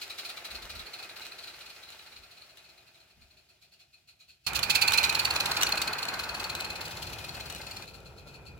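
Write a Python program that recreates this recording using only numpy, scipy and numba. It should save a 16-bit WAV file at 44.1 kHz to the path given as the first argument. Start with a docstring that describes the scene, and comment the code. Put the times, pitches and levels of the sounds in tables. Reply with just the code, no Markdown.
"""A small live-steam locomotive chuffs away behind a flower bed, working a train of wagons round a garden
railway. Then the scene changes: it passes close, from right to left; in a last scene it labours in the
distance. Each beat is a puff of steam that rings the chimney and scatters off the garden; steam leaks in
between and the burner keeps the fire tube singing. Wheels roar on the rails and clink at the joints, over a low
outdoor rumble and a few puffs of wind."""
import sys
import numpy as np
from scipy import signal
from scipy.fft import rfft, irfft, next_fast_len
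from scipy.io import wavfile
from scipy.ndimage import map_coordinates
from numba import njit

SR = 44100
rng = np.random.default_rng(int(sys.argv[2]) if len(sys.argv) > 2 else 0)


def unload_audio(sound):
    """Save the sound as a 16-bit wav file, at the path given as the first command line argument."""
    columns = np.transpose(np.atleast_2d(sound))
    # keep every value between -1 and 1, then stretch to whole-number steps
    steps = np.round(np.clip(columns, -1, 1) * 32767)
    wavfile.write(sys.argv[1], SR, steps.astype(np.int16))


N = 378819
TIME_S = np.arange(N) / SR
PASSING_S, DISTANT_S = 4.465, 7.85   # starts of the second and third stretch of the run

# Chimney resonances from behind and side-on. Each row: nominal pitch in Hz, width in Hz, relative dB.
CHIMNEY_BEHIND = [(1367, 250, -9.5), (2500, 244, -3), (2860, 320, -9.5), (4180, 510, 0), (7300, 610, -44),
                  (9280, 300, -15.5)]
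CHIMNEY_SIDE = [(1415, 250, -14), (2545, 270, -1.5), (3150, 980, -19), (4267, 330, 2), (5930, 650, -21),
                (7060, 650, -14.5), (8930, 280, -15), (11140, 900, -22.5)]
# Chimney tuning, drifting with steam heat. Each row: time in seconds, Hz against CHIMNEY_NOMINAL_HZ.
CHIMNEY_TUNING = [(0, 4140), (1.2, 4270), (2.5, 4200), (4.8, 4291), (8.59, 4243)]
# Steam hiss spectrum. Each row: frequency in Hz, relative density in dB.
HISS_SPECTRUM = [(1200, -9), (2800, 8.5), (4700, 8), (6200, 1), (7600, 1), (8400, -4), (11000, 0),
                 (13500, -1.5), (16000, 0)]
CHIMNEY_NOMINAL_HZ, RING_LENGTH_SHARE = 4300, 0.86
CHIRP_SHARE, CHIRP_DELAY_S = 0.022, 0.0058


def exhaust(beats, leak_db, passing_on):
    """Each puff of steam hisses, rings the chimney and bends its pitch up; a weak leak runs between."""
    at_s, ring_db, hiss_db, length_s = beats.T
    spit = flutter(900, depth_db=1.5)   # wet steam leaves in lumps
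    ring = spit * puffs(zip(at_s, ring_db, RING_LENGTH_SHARE * length_s), passing_on, 0.88, 0.69)
    hiss = spit * puffs(zip(at_s - .001, hiss_db, length_s), passing_on, 0.92, 1.16)
    leak = from_db(leak_db) * flutter(70, depth_db=1.5)
    waver = flutter(22, depth_db=.2)
    chirps = swells(zip(at_s + CHIRP_DELAY_S, np.zeros_like(at_s), length_s), rise=1.1, tail=1.1)
    bend = 1 + CHIRP_SHARE * (chirps - .5)
    tuning = waver * bend * in_time(CHIMNEY_TUNING)[0] / CHIMNEY_NOMINAL_HZ
    side_on = ramp(3.02, 2.16)   # the far curve turns the engine
    flow_behind = np.sqrt(1 - side_on) * np.hypot(ring * from_db(12), leak * from_db(-8))
    flow_side = np.sqrt(side_on) * np.hypot(ring * from_db(14.5), leak * from_db(5 * passing_on))
    chimney = pipe(flow_behind, CHIMNEY_BEHIND, tuning) + pipe(flow_side, CHIMNEY_SIDE, tuning)
    leak_hiss = leak * ((1 - passing_on) * from_db(-2.5) + passing_on * from_db(0.5))
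    return chimney + np.hypot(hiss * from_db(0.5), leak_hiss) * noise(HISS_SPECTRUM)


def puffs(rows, passing_on, rise, tail):
    """Beat envelope; beats of the pass sound only once it has begun."""
    rows = np.array(list(rows))
    away = rows[:, 0] < PASSING_S
    return (1 - passing_on) * swells(rows[away], rise, tail) + passing_on * swells(rows[~away], rise, tail)


# Beats lengthen under load and shorten running free. Each row: time in seconds, length factor.
EFFORT = [(0, 1.11), (3, 0.96), (4.3, 0.91), (5.0, 1.2), (5.15, 0.84), (7.4, 1.2), (7.9, 0.99)]
BEAT_SPREAD_DB = 1.02


def valve_beats(speed, turn_start_s, phases, accents, blast, start_s, end_s):
    """Four beats a wheel turn. Each row: time in seconds, ring dB, hiss dB, length in seconds."""
    turns_per_s, = in_time(speed)
    turns = np.cumsum(turns_per_s) / SR
    turns -= np.interp(turn_start_s, TIME_S, turns)
    rows = []
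    for turn in range(-1, int(turns[-1]) + 1):
        for phase, (ring_db, hiss_db, open_turns) in zip(phases, accents):
            at_s = np.interp(turn + phase, turns, TIME_S)
            if start_s < at_s < end_s:
                rows.append((at_s, ring_db, hiss_db, open_turns / np.interp(at_s, TIME_S, turns_per_s)))
    at_s, ring_db, hiss_db, length_s = np.transpose(rows)
    length_s *= np.interp(at_s, *np.transpose(EFFORT))
    blast_s, blast_ring_db, blast_hiss_db = np.transpose(blast)
    chance_db = BEAT_SPREAD_DB * rng.standard_normal((len(at_s), 2))
    ring_db += np.interp(at_s, blast_s, blast_ring_db) + chance_db[:, 0]
    hiss_db += np.interp(at_s, blast_s, blast_hiss_db) + chance_db[:, 1]
    return np.transpose([at_s, ring_db, hiss_db, length_s])


# Driving wheel speed. Each row: time in seconds, turns per second.
SPEED_AWAY = [(0.0, 3.436), (0.38, 3.871), (1.18, 4.498), (1.74, 4.501), (2.65, 3.546), (3.24, 2.585),
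              (4.35, 1.834)]
SPEED_PASSING = [(4.47, 2.904), (4.75, 4.06), (4.95, 4.665), (5.75, 4.878), (5.77, 4.72), (6.55, 4.917),
                 (7.12, 4.545), (7.88, 4.921)]
SPEED_DISTANT = [(7.95, 2.55), (8.35, 2.45), (8.57, 2.1)]
# Accents of the four beats. Each row: ring in dB, hiss in dB, nominal length in turns.
ACCENTS_SLOW = [(-0.1, 0.9, 0.057), (-1.8, -2.4, 0.051), (0.5, 1.1, 0.058), (-1, -1, 0.063)]
ACCENTS_BRISK = [(-0.35, 0.31, .043), (.2, -.3, 0.046), (-.3, -0.9, 0.034), (0.65, 1, 0.04)]
# Exhaust strength. Each row: time in seconds, ring and hiss in relative dB.
BLAST_AWAY = [(0.0, -35.5, -42), (0.5, -33.5, -44.5), (0.65, -38.5, -46.5), (1.0, -37, -49),
              (1.802, -44, -54), (2.5, -49, -64), (3.15, -60.5, -68), (3.6, -56, -64.5), (4.3, -57, -64)]
BLAST_PASSING = [(4.47, -27, -28.5), (4.75, -18, -24.5), (5.27, -20, -30), (5.46, -26, -28),
                 (5.72, -24.5, -34), (6.2, -32, -38.5), (6.6, -31, -41.5), (6.92, -39.5, -41),
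                 (7.82, -39.5, -47.5)]
BLAST_DISTANT = [(7.88, -47, -53.5), (8.2, -51.5, -60), (8.5, -46, -58)]
SLOW_TURNS, BRISK_TURNS = [0, .291, .6, .836], [0, .27, .532, .793]   # uneven beat phases


def run_beats():
    """Exhaust beats of the whole run: slow, brisk, slow."""
    return np.vstack([
        valve_beats(SPEED_AWAY, 0.024, SLOW_TURNS, ACCENTS_SLOW, BLAST_AWAY, 0, PASSING_S),
        valve_beats(SPEED_PASSING, 4.4717, BRISK_TURNS, ACCENTS_BRISK, BLAST_PASSING, PASSING_S, DISTANT_S),
        valve_beats(SPEED_DISTANT, 7.95, SLOW_TURNS, ACCENTS_SLOW, BLAST_DISTANT, DISTANT_S, TIME_S[-1])])


# Fire tube resonances from behind and side-on. Each row: nominal pitch in Hz, width in Hz, relative dB.
FLUE_BEHIND = [(369, 130, -6.5), (680, 166, -1.5), (1390, 340, -12), (2520, 240, -2)]
FLUE_SIDE = [(860, 180, -9.5), (1520, 200, -14.5), (2495, 227, -1.5), (4180, 270, -17)]
# Tube tuning, drifting with gas heat. 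Each row: time in seconds, pitch factor.
FLUE_TUNING = [(0, 1.01), (4.3, 0.98), (4.9, 0.97), (6.4, 1.017), (8.59, 0.99)]
# The tube sings out. Each row: centre in seconds, boost in dB, half length in seconds.
FLUE_SWELLS = [(3.0, 9.5, 0.6), (4.923, 7, 0.15), (6.98, 6, 0.54), (8.3, 5.5, 0.36)]


def fire_tube(beats, blast_db, passing_on):
    """The burner keeps the tube singing; each beat briefly draws it harder."""
    at_s, _, _, length_s = beats.T
    draught = swells(zip(at_s + 0.015, np.zeros_like(at_s), 1.3 * length_s), rise=1.0, tail=1.64)
    boost_db = sum(db * np.exp(-((TIME_S - mid_s) / half_s) ** 2) for mid_s, db, half_s in FLUE_SWELLS)
    level = from_db(blast_db + boost_db)
    tuning, = in_time(FLUE_TUNING)
    flow_behind = level * np.hypot(.5, draught) * (1 - passing_on) * from_db(-2.5)
    flow_side = level * np.hypot(.65, 1.18 * draught) * passing_on * from_db(3)
    return pipe(flow_behind, FLUE_BEHIND, tuning) + pipe(flow_side, FLUE_SIDE, tuning)


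def pipe(flow, modes, tuning):
    """Turbulent gas rings a pipe; each resonance acts twice, leaving deep valleys."""
    gas = flow * noise([(200, 0), (16000, 0)])
    out = 0
    for hz, width_hz, db in modes:
        radius = np.exp(-np.pi * width_hz / SR)
        feedback = 2 * radius * np.cos(2 * np.pi * hz * tuning / SR)
        ring = [two_pole(two_pole(channel, feedback, radius), feedback, radius) for channel in gas]
        out = out + from_db(db) * np.array(ring)
    return out


# Wheel roar spectra along the run. Each row: frequency in Hz, relative density in dB.
ROLL_AWAY = [(120, -35), (200, -3.5), (296, -6.5), (365, 0), (540, 0.5), (680, 2), (1010, -2.5),
             (1330, 3.5), (1840, 1.5), (2200, 2.5), (2860, -3), (4840, -120)]
ROLL_CLOSE = [(120, -31), (200, -7), (248, -10.5), (475, -6.5), (624, -5.5), (820, 0.5), (1040, -1.5),
              (1520, 1), (1730, -5), (2270, -9.5), (2620, -11), (3400, -17.5), (4420, -13), (7480, -120)]
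ROLL_LEAVING = [(120, -31), (200, -5), (273, -9), (344, -4), (568, -1.5), (857, 1), (1120, -7.5),
                (1320, -2), (2200, -10.5), (2860, -39), (4840, -120)]
ROLL_DISTANT = [(120, -31), (200, -24), (308, -15), (442, -0.5), (503, -5), (874, -10), (1220, -17),
                (1360, -6), (1690, -21), (2200, -23), (2860, -57), (4840, -120)]
# Wagon body resonances. Each row: pitch in Hz, width in Hz, relative level in dB.
WAGON_MODES = [(363, 110, -4.5), (878, 40, 2.5), (1050, 26, -11), (1513, 81, 1), (2123, 48, 4)]


def wheels(roar_db, passing_on, distant_on):
    """Rough treads roar on the rails, duller as they draw off, and jolt the loose wagon bodies."""
    gone = ramp(6.6, 0.98)
    away = from_db(-1.5) * (1 - passing_on) * noise(ROLL_AWAY)
    close = from_db(0.5) * np.sqrt(1 - gone) * noise(ROLL_CLOSE)
    leaving = from_db(-0.6) * np.sqrt(gone) * noise(ROLL_LEAVING)
    distant = from_db(3) * distant_on * noise(ROLL_DISTANT)
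    roar = away + (passing_on - distant_on) * (close + leaving) + distant
    jolts = knocks(70, spread_db=4) * (1 + rng.standard_normal((2, N)) * 0.64)
    rattle = sum((-1) ** k * from_db(db + 27) * resonate(jolts, hz, width_hz)
                 for k, (hz, width_hz, db) in enumerate(WAGON_MODES))
    return from_db(roar_db) * (roar * flutter(120, depth_db=1.75) + rattle * (1 - distant_on))


# Wheel and coupling knocks. Each row: start in seconds, relative level in dB, favoured pitch in Hz.
CLINKS = [(0.451, -34, 4070), (1.903, -37.5, 4250), (2.572, -40, 2550), (4.468, -30, 4410),
          (4.5331, -23, 4250), (4.591, -18, 2450), (4.907, -22, 2560), (4.9212, -13.5, 4360),
          (4.9755, -12.5, 2600), (5.05, -17, 4300), (5.126, -21, 4280), (5.35, -27, 7000),
          (5.458, -18, 4300), (5.612, -25, 4220), (5.6232, -14, 3150), (5.632, -9.5, 5990),
          (5.757, -26, 4240), (5.8168, -15, 4350), (6.441, -27, 4230), (6.878, -33, 2550),
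          (7.4996, -27, 4270)]
# Steel wheel resonances. Each row: pitch in Hz, relative level in dB, 60 dB decay time in seconds.
WHEEL_MODES = [(850, -24, 0.024), (1420, -8.5, 0.0025), (2914, -1.5, 0.015), (3720, -5.5, 0.0076),
               (5940, -9, 0.007), (7100, -8.5, 0.022), (7800, -11.5, 0.0042), (11100, -16, 0.0013),
               (14400, -16, .002)]


def clinks(roar_db, scrape_s=0.0031, favour_db=8):
    """A wheel drops at a joint: gritty contact favours some steel modes. Rods and chains tick between."""
    t = np.arange(SR // 20) / SR
    scrape = np.exp(-t / scrape_s)
    ticks = from_db(roar_db + 2.5) * knocks(22, spread_db=5)
    out = 0
    for hz, mode_db, t60_s in WHEEL_MODES:
        contact = np.zeros((2, N))
        for start_s, db, favoured_hz in CLINKS:
            i = round(start_s * SR)
            closeness = np.exp(-(np.log(hz / favoured_hz) / 0.095) ** 2)
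            grit = scrape * rng.standard_normal((2, len(t)))
            contact[:, i:i + len(t)] += from_db(db - 18 + favour_db * closeness) * grit
        width_hz = np.log(1000) / np.pi / t60_s
        out = out + from_db(mode_db + 28) * resonate(contact + ticks, hz, width_hz)
    return out


# Engine direction in the pass. Each row: time in seconds, sine of the bearing (right positive).
BEARING_PASSING = [(4.47, 0.92), (4.95, 0.89), (5.3, 0.41), (5.7, 0.12), (6.2, -0.363), (6.8, -0.52),
                   (7.8, -0.82)]
BEARING_AWAY, BEARING_DISTANT = -0.11, -0.56
EAR_LAG_MS, EAR_SHADE_DB, LEAN_DB = 0.504, 5.5, -0.9
BLAST_FAR_DB, BLAST_CLOSE_DB = -39, -22.5
SCATTER_CLOSE_DB, SCATTER_FAR_DB, SCATTER_BED_DB = -10, -6, -2


def engine_position(blast_db, passing_on, distant_on):
    """Bearing sets pan and lag; a fainter engine counts as farther and is heard more by scatter."""
    in_pass = passing_on - distant_on
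    bearing = (1 - passing_on) * BEARING_AWAY + distant_on * BEARING_DISTANT
    bearing += in_pass * in_time(BEARING_PASSING)[0]
    far = np.clip((BLAST_CLOSE_DB - blast_db) / (BLAST_CLOSE_DB - BLAST_FAR_DB), 0, 1)
    far_scatter_db = passing_on * SCATTER_FAR_DB + (1 - passing_on) * SCATTER_BED_DB
    scatter_db = (1 - far) * SCATTER_CLOSE_DB + far * far_scatter_db
    pan_db = in_pass * LEAN_DB - EAR_SHADE_DB * bearing
    return pan_db, EAR_LAG_MS * bearing, scatter_db


def garden_scatter(x, t60_s=0.2, lowpass_hz=9000, first_echo_s=0.0039):
    """Dense, short echoes off walls, stones and plants."""
    t = np.arange(SR // 2) / SR
    onset = np.clip(t / first_echo_s - 1, 0, 1)
    echoes = rng.standard_normal((2, len(t))) * from_db(-60 * t / t60_s) * onset
    echoes /= np.sqrt(np.sum(echoes ** 2, axis=1, keepdims=True))
    echoes = signal.sosfilt(signal.butter(1, lowpass_hz, fs=SR, output="sos"), echoes)
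    return signal.fftconvolve(x, echoes, axes=1)[:, :N]


# Outdoor rumble and wind spectra. Each row: frequency in Hz, relative density in dB.
RUMBLE_SPECTRUM = [(15, -43), (25, -41), (50, 1.5), (70, 3.5), (145, 0.5), (249, -9.5), (300, -12),
                   (390, -8), (660, -120)]
WIND_SPECTRUM = [(20, -6), (45, 6), (75, 7.5), (120, -10), (250, -7.5), (500, -55)]
# Wind puffs. Each row: peak time in seconds, level in dB, nominal length in seconds.
GUSTS = [(.56, -55, 0.091), (.65, -52, .04), (.775, -48, 0.076), (2.2, -62, 0.08), (3.22, -60, 0.072),
         (3.36, -70, 0.037)]


def open_air(rumble_db):
    """Low outdoor rumble; gusts buffet the listener."""
    rumble = from_db(rumble_db + .5) * noise(RUMBLE_SPECTRUM)
    return rumble + swells(GUSTS, rise=1.07, tail=0.66) * noise(WIND_SPECTRUM)


# Left-right likeness of the noise. Each row: frequency in Hz, correlation from 0 to 1.
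EAR_CORRELATION = [(20, .5), (60, .9), (130, .88), (300, .8), (640, .7), (1400, .5), (4200, .55),
                   (6500, .1), (16000, 0)]


def noise(spectrum):
    """Coloured stereo noise at rms 1, alike on both sides in the bass."""
    size = next_fast_len(N, True)
    hz = np.arange(size // 2 + 1) * SR / size
    mid, side = rfft(rng.standard_normal((2, size)))
    alike = at_hz(EAR_CORRELATION, hz)
    stereo = np.sqrt(1 + alike) * mid + np.sqrt(1 - alike) * side * [[1], [-1]]
    lowpass = 1 / np.hypot(1, (hz / spectrum[-1][0]) ** 2)
    highpass = 1 / np.hypot(1, (spectrum[0][0] / (hz + 1)) ** 2)
    x = irfft(stereo * lowpass * highpass * from_db(at_hz(spectrum, hz)), size)[:, :N]
    return x / np.sqrt(np.mean(x ** 2) + 1e-20)


def knocks(per_s, spread_db):
    """Random clicks, mostly small, a few large."""
    sizes = from_db(spread_db * np.minimum(rng.exponential(1, N), 3.5)) * rng.choice([-1, 1], N)
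    return sizes * (rng.random(N) < per_s / SR)


def flutter(per_s, depth_db):
    """Randomly wandering gain."""
    knots = rng.standard_normal(N // 10)
    return from_db(depth_db * np.interp(TIME_S * per_s, np.arange(len(knots)), knots))


def swells(rows, rise, tail):
    """Burst envelopes summed in power; rise and tail scale the two flanks."""
    power = np.zeros(N)
    for peak_s, db, length_s in rows:
        i = np.arange(max(int((peak_s - 2 * length_s) * SR), 0), min(int((peak_s + 6 * length_s) * SR), N))
        offset = (i / SR - peak_s) / length_s * 2
        halvings = np.where(offset < 0, np.abs(offset / rise) ** 3, np.abs(offset / tail) ** 1.5)
        power[i] += from_db(db) ** 2 * .5 ** halvings
    return np.sqrt(power)


def resonate(x, hz, width_hz):
    """One resonance, peak gain 1."""
    radius = np.exp(-np.pi * width_hz / SR)
    poles = [1, -2 * radius * np.cos(2 * np.pi * hz / SR), radius ** 2]
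    return signal.lfilter(np.array([1, 0, -1]) * (1 - radius ** 2) / 2, poles, x + 1e-18)


@njit
def two_pole(x, feedback, radius):
    """Resonance retuned every sample."""
    y = np.zeros(len(x))
    for i in range(2, len(x)):
        drive = (1 - radius ** 2) / 2 * (x[i] - x[i - 2])
        y[i] = drive + feedback[i] * y[i - 1] - radius ** 2 * y[i - 2] + 1e-18
    return y


def ear_delay(x, lag_ms):
    """Sound from one side reaches the far ear later."""
    i, half_lag = np.arange(N), lag_ms * SR / 2000
    return np.array([map_coordinates(x[0], [i - half_lag]), map_coordinates(x[1], [i + half_lag])])


def panned(x, pan_db):
    """Equal-power pan, left positive."""
    gains = from_db(np.array([pan_db, -pan_db]) / 2)
    return x * gains / np.sqrt(np.mean(gains ** 2, axis=0))


def from_db(db):
    """Decibels to gain."""
    return 10 ** (np.asarray(db) / 20)


def ramp(centre_s, length_s):
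    """Linear step from 0 to 1."""
    return np.clip((TIME_S - centre_s) / length_s + .5, 0, 1)


def at_hz(points, hz):
    """Interpolate on a log-frequency axis."""
    knots_hz, values = np.transpose(points)
    return np.interp(np.log(hz + 1), np.log(knots_hz), values)


def in_time(rows):
    """Interpolate each column to every sample."""
    knots_s, *columns = np.transpose(rows)
    return [np.interp(TIME_S, knots_s, column) for column in columns]


def join_stretches(curves, passing_on, distant_on):
    """Join the away, passing and distant curves."""
    weights = 1 - passing_on, passing_on - distant_on, distant_on
    return sum(weight * in_time(rows) for weight, rows in zip(weights, curves))


# Levels along the run. Each row: time in seconds, then wheel roar, steam leak and rumble in relative dB.
MIX_AWAY = [(0, -53, -50, -71.5), (.55, -50, -52.5, -68), (.9, -50.5, -53.5, -69), (1.9, -56, -55, -71.5),
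            (3.09, -70.5, -65.5, -74), (4.1, -81.5, -72.5, -77), (4.42, -83, -72, -75)]
MIX_PASSING = [(4.5, -42, -62, -47.5), (4.7, -40, -44, -47.5), (5.05, -37.5, -42.5, -48),
               (5.58, -35.5, -42.5, -50), (5.97, -38, -48.5, -52.5), (7.18, -47, -51, -48.5),
               (7.82, -49.5, -52, -52)]
MIX_DISTANT = [(7.88, -58, -63, -54.5), (8.57, -60.5, -69.5, -51.5)]


def scene():
    """Engine, wheels and open air over the three stretches of the run."""
    passing_on, distant_on = ramp(PASSING_S, .002), ramp(DISTANT_S, .012)   # both stay at 1 to the end
    roar_db, leak_db, rumble_db = join_stretches((MIX_AWAY, MIX_PASSING, MIX_DISTANT), passing_on, distant_on)
    blast_db = join_stretches((BLAST_AWAY, BLAST_PASSING, BLAST_DISTANT), passing_on, distant_on)[0]
    pan_db, lag_ms, scatter_db = engine_position(blast_db, passing_on, distant_on)
    beats = run_beats()
    engine = exhaust(beats, leak_db, passing_on) + clinks(roar_db) + fire_tube(beats, blast_db, passing_on)
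    engine = panned(ear_delay(engine, lag_ms) + garden_scatter(engine * from_db(scatter_db)), pan_db)
    rolling = panned(wheels(roar_db, passing_on, distant_on), 0.19 * pan_db)   # spread along the train
    return engine + rolling + open_air(rumble_db)


def record(dry):
    """Steep low-pass on the top treble."""
    cutoff_hz = 15850
    return signal.sosfilt(signal.ellip(12, .1, 70, cutoff_hz, fs=SR, output="sos"), dry)


dry = scene()
out = record(dry)
unload_audio(out)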